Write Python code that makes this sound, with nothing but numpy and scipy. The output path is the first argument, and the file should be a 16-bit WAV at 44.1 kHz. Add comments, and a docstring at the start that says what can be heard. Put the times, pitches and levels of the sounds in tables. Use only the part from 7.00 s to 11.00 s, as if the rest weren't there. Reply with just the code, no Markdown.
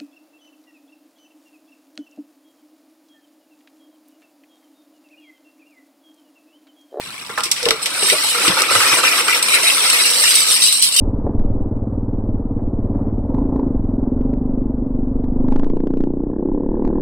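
"""A thin trickle and a few knocks and clacks come first, close by and outdoors, as a tub of muddy
water and snails is tipped into a steel colander on wet ground. The water then gushes through:
drop impacts give the splash and resonating air bubbles the gurgle. As it runs out, the hard
shells slide after it in clattering surges, each collision exciting a few short-lived modes."""
import sys
import numpy as np
from scipy import signal
from scipy.io import wavfile
from scipy.ndimage import uniform_filter1d

SR = 44100
rng = np.random.default_rng(int(sys.argv[2]) if len(sys.argv) > 2 else 0)


def pcm_store(signal):
    """Save signal as 16-bit PCM."""
    levels = np.round(np.clip(np.atleast_2d(signal), -1, 1) * 32767)
    wavfile.write(sys.argv[1], SR, levels.astype(np.int16).T)


N = 176400

# the tub's weight landing on the rim, and its knocks on the colander: (time [s], level [dB])
TUB_PUSHES = [(0.628, -16.5), (0.663, -8.5), (0.69, -15), (0.712, -20)]
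BUMPS = [(0.294, -20), (0.377, -7.5), (0.662, -14.5), (0.709, -29)]
# modes of the steel bowl: (frequency [Hz], relative level [dB], t60 [s])
COLANDER_MODES = [(641, -12, 0.23), (830, -8, 0.14), (1057, -1, 0.32), (1220, -5, 0.35), (1384, -1.5, 0.16),
                  (1502, -5, 0.14), (1744, 0.5, 0.056)]
# shells clacking on steel, and one longer, soft rushing wash:
# (time [s], edge level [dB], body level [dB], t60 [s])
CLACKS_AND_WASH = [(0.377, -31, -39, 0.03), (0.405, -17, -16.5, 0.021), (0.4349, -12, -24, 0.065),
                   (0.454, -19.5, -22.5, 0.091), (0.514, -4.5, -17, 0.054), (0.561, -26, -27.5, 0.69),
                   (0.6288, -16.5, -30, 0.053), (0.6542, -13.5, -11.5, 0.043), (0.6862, -9, -9.5, 0.032),
                   (0.707, -4.5, -0.5, 0.018), (0.8576, -13.5, -15.5, 0.085), (1.099, -9, -7, 0.028),
                   (1.4785, -11, -8, 0.049), (1.6189, -3, -31, 0.021), (2.032, -23, -12, 0.024)]
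# large air pockets: (time [s], starting pitch [Hz], relative level [dB], t60 [s])
GULPS = [(0.297, 436, -25, 0.036), (.459, 334, -28, 0.04), (1.025, 390, -22.5, 0.094),
         (1.119, 381, -20.5, 0.096), (1.128, 599, -20.5, 0.092), (1.24, 823, -28, 0.12),
         (1.478, 333, -12.5, 0.041), (1.495, 197, -13.5, 0.041), (1.515, 126, -19, 0.065),
         (1.711, 530, -12, 0.027), (1.743, 108, -34.5, 0.29), (1.913, 107, -23.5, 0.075)]
# gouts of water landing: (time [s], relative level [dB], length [s])
SLAPS = [(0.374, -18.5, 0.023), (0.706, -11.5, 0.0099), (1.345, -13, 0.011), (1.442, -21, 0.02),
         (1.575, -16.5, 0.038), (1.703, -14.5, 0.029), (1.746, -12.5, 0.038), (1.801, -17, 0.029),
         (1.848, -14, 0.019), (1.913, -15, 0.032), (1.98, -14, 0.015), (1.991, -15, 0.013),
         (2.032, -13, 0.023), (2.133, -18, 0.026), (2.177, -17, 0.03), (2.278, -12, 0.021)]
# knots of wet shells dropping in: (time [s], pitch [Hz], level [dB], length [s])
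KNOTS = [(1.47, 2500, -23, 0.012), (1.922, 2400, -17, 0.022), (2.042, 2580, -18.5, 0.039),
         (2.124, 2510, -16.5, 0.01), (2.196, 2350, -18.5, 0.011), (2.324, 2450, -14.5, 0.013),
         (2.532, 2650, -17, 0.022), (2.554, 2320, -16, 0.026), (2.651, 2300, -18, 0.043),
         (2.697, 2770, -11.5, 0.009), (3.238, 1900, -22, 0.018), (3.624, 4770, -19, 0.051)]
# single shells landing hard on the heap: (time [s], pitch [Hz], relative level [dB])
CLINKS = [(2.426, 8330, -9), (2.4843, 8700, -14.5), (2.633, 8950, -15), (2.9, 8190, -9), (3.056, 8800, -15),
          (3.101, 5630, -13), (3.354, 8620, -7), (3.6213, 3800, -12.5), (3.672, 3920, -13.5),
          (3.725, 8250, -8.5), (3.8235, 8710, -6), (3.9636, 8530, -9.5)]
# envelopes of the water, the shells tumbling in it and those landing bare: (time [s], level [dB])
WATER_FLOW = [(0.78, -34.5), (1.1, -26.5), (1.32, -32.5), (1.38, -23.5), (1.48, -19.5), (1.55, -21.5),
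              (1.58, -18.5), (1.67, -24.5), (1.72, -24), (1.95, -21), (2.02, -23.5), (2.2, -24),
              (2.26, -28), (2.3, -23), (2.42, -28.5), (2.56, -24.5), (2.71, -24), (3.54, -31), (3.79, -44),
              (4.0, -39)]
TUMBLE_FLOW = [(0.78, -42), (0.86, -31.5), (0.92, -35.5), (1.11, -23), (1.17, -28), (1.4, -24), (1.48, -25),
               (1.55, -32), (1.59, -19.5), (1.67, -29), (1.8, -18.5), (1.93, -18), (2.02, -31),
               (2.06, -16.5), (2.17, -25), (2.25, -30), (2.31, -17.5), (2.39, -22.5), (2.41, -28),
               (2.48, -21), (2.55, -20.5), (2.6, -25), (2.68, -21), (2.75, -26), (3.07, -19), (3.13, -25),
               (3.34, -21), (3.43, -30), (3.54, -22.5), (3.93, -40.5), (4.0, -28)]
HEAP_FLOW = [(0.78, -41), (0.81, -41), (0.83, -21.5), (0.85, -32), (0.9, -30.5), (0.95, -25.5), (1.1, -14),
             (1.16, -22.5), (1.29, -17), (1.37, -24), (1.49, -15), (1.5, -25.5), (1.56, -24), (1.6, -20),
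             (1.63, -29), (1.69, -25), (1.71, -17.5), (1.99, -18), (2.01, -25.5), (2.21, -17.5),
             (2.22, -25.5), (2.39, -18), (2.41, -33), (2.45, -22.5), (2.5, -22), (2.55, -12), (2.58, -25),
             (2.66, -15), (2.73, -17.5), (2.95, -16), (3.1, -15), (3.125, -18), (3.21, -13.5), (3.4, -13.5),
             (3.45, -19), (3.52, -11.5), (3.6, -19), (3.63, -12), (3.68, -12), (3.7, -17.5), (3.75, -17),
             (3.81, -19.5), (3.84, -11), (3.91, -22), (3.97, -12.5), (4.0, -9)]
# spectral envelopes of the sources: (frequency [Hz], relative gain [dB])
THUD_TONE = [(25, -9), (60, -10), (120, -8), (300, 1), (600, 8), (1200, -3), (4000, -41)]
CLACK_EDGE_TONE = [(100, -22), (1300, -16), (2300, -20), (3400, -3), (5000, 8.5), (8300, 3.5),
                   (11000, -5.5), (16000, -19)]
CLACK_BODY_TONE = [(100, -55), (1200, -20), (1900, 20), (2700, 20), (3900, 16.5), (5500, 8), (16000, -69)]
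TRICKLE_TONE = [(25, -47), (70, -5), (160, 1.5), (400, -6.5), (700, -8.5), (1100, -0.5), (1600, -5),
                (2300, 2), (3400, -4), (5200, -6), (8300, -1.5), (11000, -10.5), (16000, -22)]
SLAP_TONE = [(60, -23), (250, -14.5), (480, 1.5), (750, -14), (1050, -7.5), (1300, 5), (1550, -3.5),
             (1900, -12.5), (3000, -9), (8000, -9), (16000, -33)]
WATER_TONE = [(25, -26), (60, -23), (110, -17.5), (190, -16.5), (300, -5), (480, -1), (740, -8), (1000, -2),
              (1300, 3.5), (1800, -5), (3000, -6), (5500, -8), (12000, -36), (16000, -34)]
TUMBLE_TONE = [(100, -49), (900, -28), (1600, -12), (2100, 2.5), (2550, 2), (3300, -17), (4000, -18),
               (5500, 0.5), (8300, -7.5), (11000, -9), (16000, -17.5)]
HEAP_TONE = [(100, -95), (1200, -69), (2400, -7), (2900, 0.5), (3450, -8), (3900, 0), (5700, -4),
             (7600, -3.5), (8400, 1), (9500, -5), (12000, -13.5), (16000, -21.5)]
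# microphone pair's side response, left-over-right balance and notch: (frequency [Hz], gain [dB])
SIDE_GAIN = [(50, -3), (150, -12.5), (450, -14.5), (750, -0.5), (1300, -10), (2000, -0.5), (3000, -0.5),
             (3800, 4.5), (4600, -2.5), (5300, 0), (8000, 0)]
LEFT_OVER_RIGHT = [(300, 0), (520, 2), (850, -5), (1400, -1.5), (2600, 5.5), (3700, 1), (5500, -3.5),
                   (6800, -7), (8300, 1), (10500, -0.5), (13000, -2.5)]
NOTCH = [(5800, -3), (6200, -9.5), (6550, -14), (7100, -10), (7700, -1)]

POUR_START_S, POUR_RISE_S = 0.3, 0.38
TUB_REST_HZ, TUB_SAG_HZ, TUB_SAG_S, TUB_T60_S = 426.4, 78, 0.067, 0.14
THUD_S, THUD_DB, THUD_LENGTH_S = 0.664, -20.5, 0.048
SLAP_RISE_S, CLINK_LENGTH_S, BAND_LIMIT_HZ = 0.002, 0.0046, 15850


def amp(db):
    """Amplitude ratio of a level in decibels."""
    return 10 ** (np.asarray(db) / 20)


def unit_rms(x):
    """Normalisation to unit mean power."""
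    return x / np.sqrt(np.mean(x ** 2) + 1e-20)


def add(mix, s, sound):
    """Superposition of a sound on the mix from time s."""
    part = mix[:, max(round(s * SR), 0):][:, :sound.shape[1]]
    part += sound[:, :part.shape[1]]


def sine(turns):
    """Harmonic oscillation with a random starting phase in each channel."""
    return np.sin(2 * np.pi * (turns + rng.random((2, 1))))


def wander(size, window):
    """Slow fluctuation: a moving average low-passes two channels of noise."""
    return unit_rms(uniform_filter1d(rng.standard_normal((2, size)), window))


def colour(x, tone, unit=True, size=4096):
    """Minimum-phase filtering to a spectral envelope, with unit energy if unit is set."""
    hz, db = np.transpose(tone)
    bins_hz = abs(np.fft.fftfreq(size, 1 / SR))
    log_gain = np.log(amp(np.interp(np.log(bins_hz + 1), np.log(hz + 1), db)))
    taps = np.fft.ifft(np.exp(np.conj(signal.hilbert(log_gain)))).real[:size // 2]
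    taps = taps / np.linalg.norm(taps) if unit else taps
    return signal.oaconvolve(x, taps[None], axes=1)[:, :N]


def flow(curve):
    """Amplitude envelope of one part of the pour, faded in as the tub tips."""
    t = np.arange(N) / SR
    return amp(np.interp(t, *np.transpose(curve))) * np.clip((t - POUR_START_S) / POUR_RISE_S, 0, 1)


def shell(hz, max_t60, tick, scatter_s, modes=3, size=1500):
    """Impact excitation: a shell's damped modes and a hard tick scattered off the bowl."""
    t = np.arange(size) / SR
    mode_hz = np.append(hz, rng.uniform(3000, 15500, modes - 1))[:, None]
    t60 = max_t60 * 2 ** rng.uniform(-0.38, 0, (modes, 1))
    weights = rng.standard_normal((2, modes, 1))
    turns = mode_hz * t + rng.random((2, modes, 1))
    ring = (weights * np.sin(2 * np.pi * turns) * amp(-60 * t / t60)).sum(1)
    crack = rng.standard_normal((2, size)) * np.exp(-t / scatter_s)
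    return unit_rms(unit_rms(ring) + tick * unit_rms(crack))


def drop(hz, min_cycles, glide, splat, splat_s, size=1800):
    """Bubble resonance: a drop splats and traps air, which rings with a rising pitch."""
    t = np.arange(size) / SR
    age = t * hz / (min_cycles * rng.uniform(1.0, 1.83))  # reaches 1 at 60 dB of decay
    turns = hz * np.cumsum(1 + glide * np.minimum(age, 2)) / SR
    bubble = sine(turns) * amp(-60 * age) * (1 - np.exp(-t * hz))
    spatter = rng.standard_normal((2, size)) * np.exp(-t / splat_s)
    return np.sqrt(hz / 3000) * unit_rms(bubble) + splat * unit_rms(spatter)


def shower(grains, per_s, spread_db, clump_db, clump_s):
    """A Poisson process of grains, levelled in power, then modulated into clumps."""
    out = np.zeros((2, N))
    hit, size, pick = rng.random((3, N))
    gain = amp(spread_db * np.minimum(-np.log(size), 3))
    for at in np.flatnonzero(hit < per_s / SR):
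        add(out, at / SR, (-1.) ** at * gain[at] * grains[int(pick[at] * len(grains))])
    out /= np.sqrt(uniform_filter1d((out ** 2).mean(0), size=2600) + .01)
    width = max(int(clump_s * SR), 2)
    clumps = uniform_filter1d(uniform_filter1d(rng.standard_normal(N), width), width // 2)
    return out * amp(clump_db * unit_rms(clumps))


def yard(x, wet_db, t60):
    """Reverberation: reflections from ground and walls add a weak, short tail."""
    t = np.arange(SR // 3) / SR
    tail = rng.standard_normal((2, len(t))) * amp(-60 * t / t60) * (t > .004)
    return x + amp(wet_db) * signal.oaconvolve(x, tail / np.linalg.norm(tail[0]), axes=1)[:, :N]


def thud():
    """Transient forcing: the tub's weight rocks the colander on the ground."""
    age = np.maximum(np.arange(N) / SR - THUD_S, 0)
    push = rng.standard_normal((2, N)) * (1 - np.exp(-age / 0.0016))
    return amp(THUD_DB) * colour(push * np.exp(-(age / THUD_LENGTH_S) ** 2), THUD_TONE)


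def tub():
    """Wall resonance: the tub booms on the rim, its note sagging as water surges against the wall."""
    t, gain = np.arange(N) / SR, np.zeros(N)
    hz = TUB_REST_HZ + TUB_SAG_HZ * np.exp(-np.maximum(t - TUB_PUSHES[0][0], 0) / TUB_SAG_S)
    for s, db in TUB_PUSHES:
        age = np.maximum(t - s, 0)
        gain += amp(db - 60 * age / TUB_T60_S) * (1 - np.exp(-age / 0.00058))
    slosh = 1 + 0.46 * wander(N, 260)
    return gain * slosh * sine(np.cumsum(hz) / SR)


def bumps():
    """Modal ringing: the knocked colander sounds unevenly, damped by the sloshing water."""
    out, t = np.zeros((2, N)), np.arange(SR // 2) / SR
    for s, knock_db in BUMPS:
        for hz, db, t60 in COLANDER_MODES:
            slosh = 1 + 0.83 * wander(len(t), 260)
            ring = slosh * amp(db - 60 * t / t60) * sine(hz * t)
            add(out, s, amp(knock_db - 11) * (1 - np.exp(-t / 0.00043)) * ring)
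    return out


def clacks_and_wash():
    """Decaying noise: short bursts are shells clacking on steel; a longer one is a soft rushing wash."""
    edge, body = np.zeros((2, 2, N))  # bright edge, hollow body
    t = np.arange(8192) / SR
    for s, edge_db, body_db, t60 in CLACKS_AND_WASH:
        burst = rng.standard_normal((2, 2, len(t))) * amp(-60 * t / t60) * (1 - np.exp(-t / 0.00033))
        add(edge, s, amp(edge_db) * burst[0])
        add(body, s, amp(body_db) * burst[1])
    return colour(edge, CLACK_EDGE_TONE) + colour(body, CLACK_BODY_TONE)


def trickle():
    """Drop impact: a thin, steady stream runs over the lip and through the holes."""
    drops = [drop(hz, min_cycles=55, glide=0.081, splat=1.0, splat_s=0.0035)
             for hz in np.geomspace(200, 6000, 200)]
    stream = shower(drops, per_s=1500, spread_db=4, clump_db=0.8, clump_s=0.0041)
    return amp(-34) * colour(stream, TRICKLE_TONE)


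def gulps():
    """Volume pulsation: big, ragged air pockets ring with an unsteady, rising pitch."""
    out, t = np.zeros((2, N)), np.arange(SR // 4) / SR
    for s, hz, db, t60 in GULPS:
        wobble, flutter = wander(len(t), int(SR / hz))
        turns = hz * np.cumsum(1 + 0.1 * np.minimum(t / t60, 1) + 0.13 * wobble) / SR
        envelope = amp(db + 10 - 60 * t / t60) * (1 - np.exp(-t * hz)) ** 2
        add(out, s, envelope * (1 + 0.49 * flutter) * sine(turns))
    return out


def slaps():
    """Air entrainment: each gout of water lands in the bowl as a hollow burst of bubbles."""
    drops = [drop(hz, min_cycles=35, glide=0.17, splat=1.0, splat_s=0.00043)
             for hz in np.geomspace(700, 3000, 200)]
    t, gain = np.arange(N) / SR, np.zeros(N)
    for s, db, length in SLAPS:
        age = np.maximum(t - s, 0)
        gain += amp(db) * (1 - np.exp(-age / SLAP_RISE_S)) * np.exp(-(age / length) ** 2)
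    froth = shower(drops, per_s=1500, spread_db=2.5, clump_db=-2.5, clump_s=0.0069)
    return colour(amp(-2.5) * gain * froth, SLAP_TONE)


def water():
    """Incoherent summation: dense drops and fewer chirping bubbles merge into the gush."""
    drops = [drop(hz, min_cycles=28, glide=0.19, splat=0.48, splat_s=0.0017)
             for hz in np.geomspace(130, 7000, 500)]
    bubbles = [drop(hz, min_cycles=49, glide=0.38, splat=0.32, splat_s=0.0012, size=5000)
               for hz in np.geomspace(450, 3500, 200)]
    spray = amp(-3) * shower(drops, per_s=1900, spread_db=2.5, clump_db=1.5, clump_s=0.021)
    gurgle = amp(-8.5) * shower(bubbles, per_s=170, spread_db=1.5, clump_db=-1, clump_s=0.0069)
    return colour(flow(WATER_FLOW) * (spray + gurgle), WATER_TONE)


def knots():
    """Impulse-driven resonance: wet shells drop together in a rattle with one hollow pitch."""
    out, t = np.zeros((2, N)), np.arange(SR // 8) / SR
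    for s, hz, db, length in KNOTS:
        ticks = rng.standard_normal((2, len(t))) * (rng.random(len(t)) < 1500 / SR)
        band = signal.butter(2, [hz / 1.126, hz * 1.11], "band", fs=SR)
        rattle = signal.lfilter(*band, ticks * np.exp(-(t / length) ** 2))
        energy = (rattle ** 2).sum(1, keepdims=True) + 1e-9
        add(out, s, amp(db) * rattle * np.sqrt(length * SR / energy))
    return out


def tumble():
    """Damped collisions: wet shells jostle in the stream with dull, hollow clicks."""
    shells = [shell(hz, max_t60=0.092, tick=0.099, scatter_s=0.00092, modes=2, size=2200)
              for hz in np.linspace(1600, 4500, 500)]
    jostle = shower(shells, per_s=750, spread_db=2, clump_db=-1.5, clump_s=0.06)
    return colour(amp(-2) * flow(TUMBLE_FLOW) * jostle, TUMBLE_TONE)


def clinks():
    """Free vibration: single shells land hard and ring briefly above the clatter."""
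    out, t = np.zeros((2, N)), np.arange(4096) / SR
    for s, hz, db in CLINKS:
        ring = sine(hz * t) * amp(-60 * t / .06)
        crack = colour(rng.standard_normal((2, len(t))) * amp(-60 * t / .045), HEAP_TONE)[:, :len(t)]
        clink = unit_rms(0.67 * unit_rms(ring) + unit_rms(crack))
        add(out, s, amp(db) * np.sqrt(CLINK_LENGTH_S / t[-1]) * clink)
    return out


def heap():
    """Hard contact excites high modes: shells hit shells and steel; many click, fewer ring on."""
    clicking = [shell(hz, max_t60=0.068, tick=0.63, scatter_s=0.0008)
                for hz in np.linspace(2700, 11000, 800)]
    ringing = [shell(hz, max_t60=0.17, tick=0.67, scatter_s=0.00088, modes=4, size=3000)
               for hz in np.linspace(2700, 10000, 400)]
    clicks = shower(clicking, per_s=750, spread_db=2.5, clump_db=-0.5, clump_s=0.019)
    rings = shower(ringing, per_s=200, spread_db=1, clump_db=0.5, clump_s=0.012)
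    return colour(amp(-4.5) * flow(HEAP_FLOW) * (clicks + rings), HEAP_TONE)


def scene():
    """Mid-side stereophony: the summed sources are narrow in the bass and wide in the treble."""
    liquid = trickle() + water() + slaps() + gulps()
    clatter = tumble() + heap() + knots() + clinks() + clacks_and_wash()
    vessels = bumps() + tub() + thud()
    both = yard(liquid + clatter + vessels, wet_db=-9.5, t60=0.2)
    mid, side = both[:1], colour(both[1:], SIDE_GAIN, unit=False)
    return np.vstack([mid + side, mid - side])


def record(dry):
    """Transduction: each microphone port's colour, a shared notch, soft overload and a band limit."""
    left = colour(dry[:1], [(hz, db / 2) for hz, db in LEFT_OVER_RIGHT], unit=False)
    right = colour(dry[1:], [(hz, -db / 2) for hz, db in LEFT_OVER_RIGHT], unit=False)
    notched = colour(np.vstack([left, right]), NOTCH, unit=False)
    saturated = notched / (1 + notched ** 6) ** (1 / 6)
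    lowpass = signal.firwin(511, BAND_LIMIT_HZ, window=("kaiser", 9), fs=SR)
    return signal.oaconvolve(saturated, lowpass[None], "same")


dry = scene()
out = record(dry)
pcm_store(out)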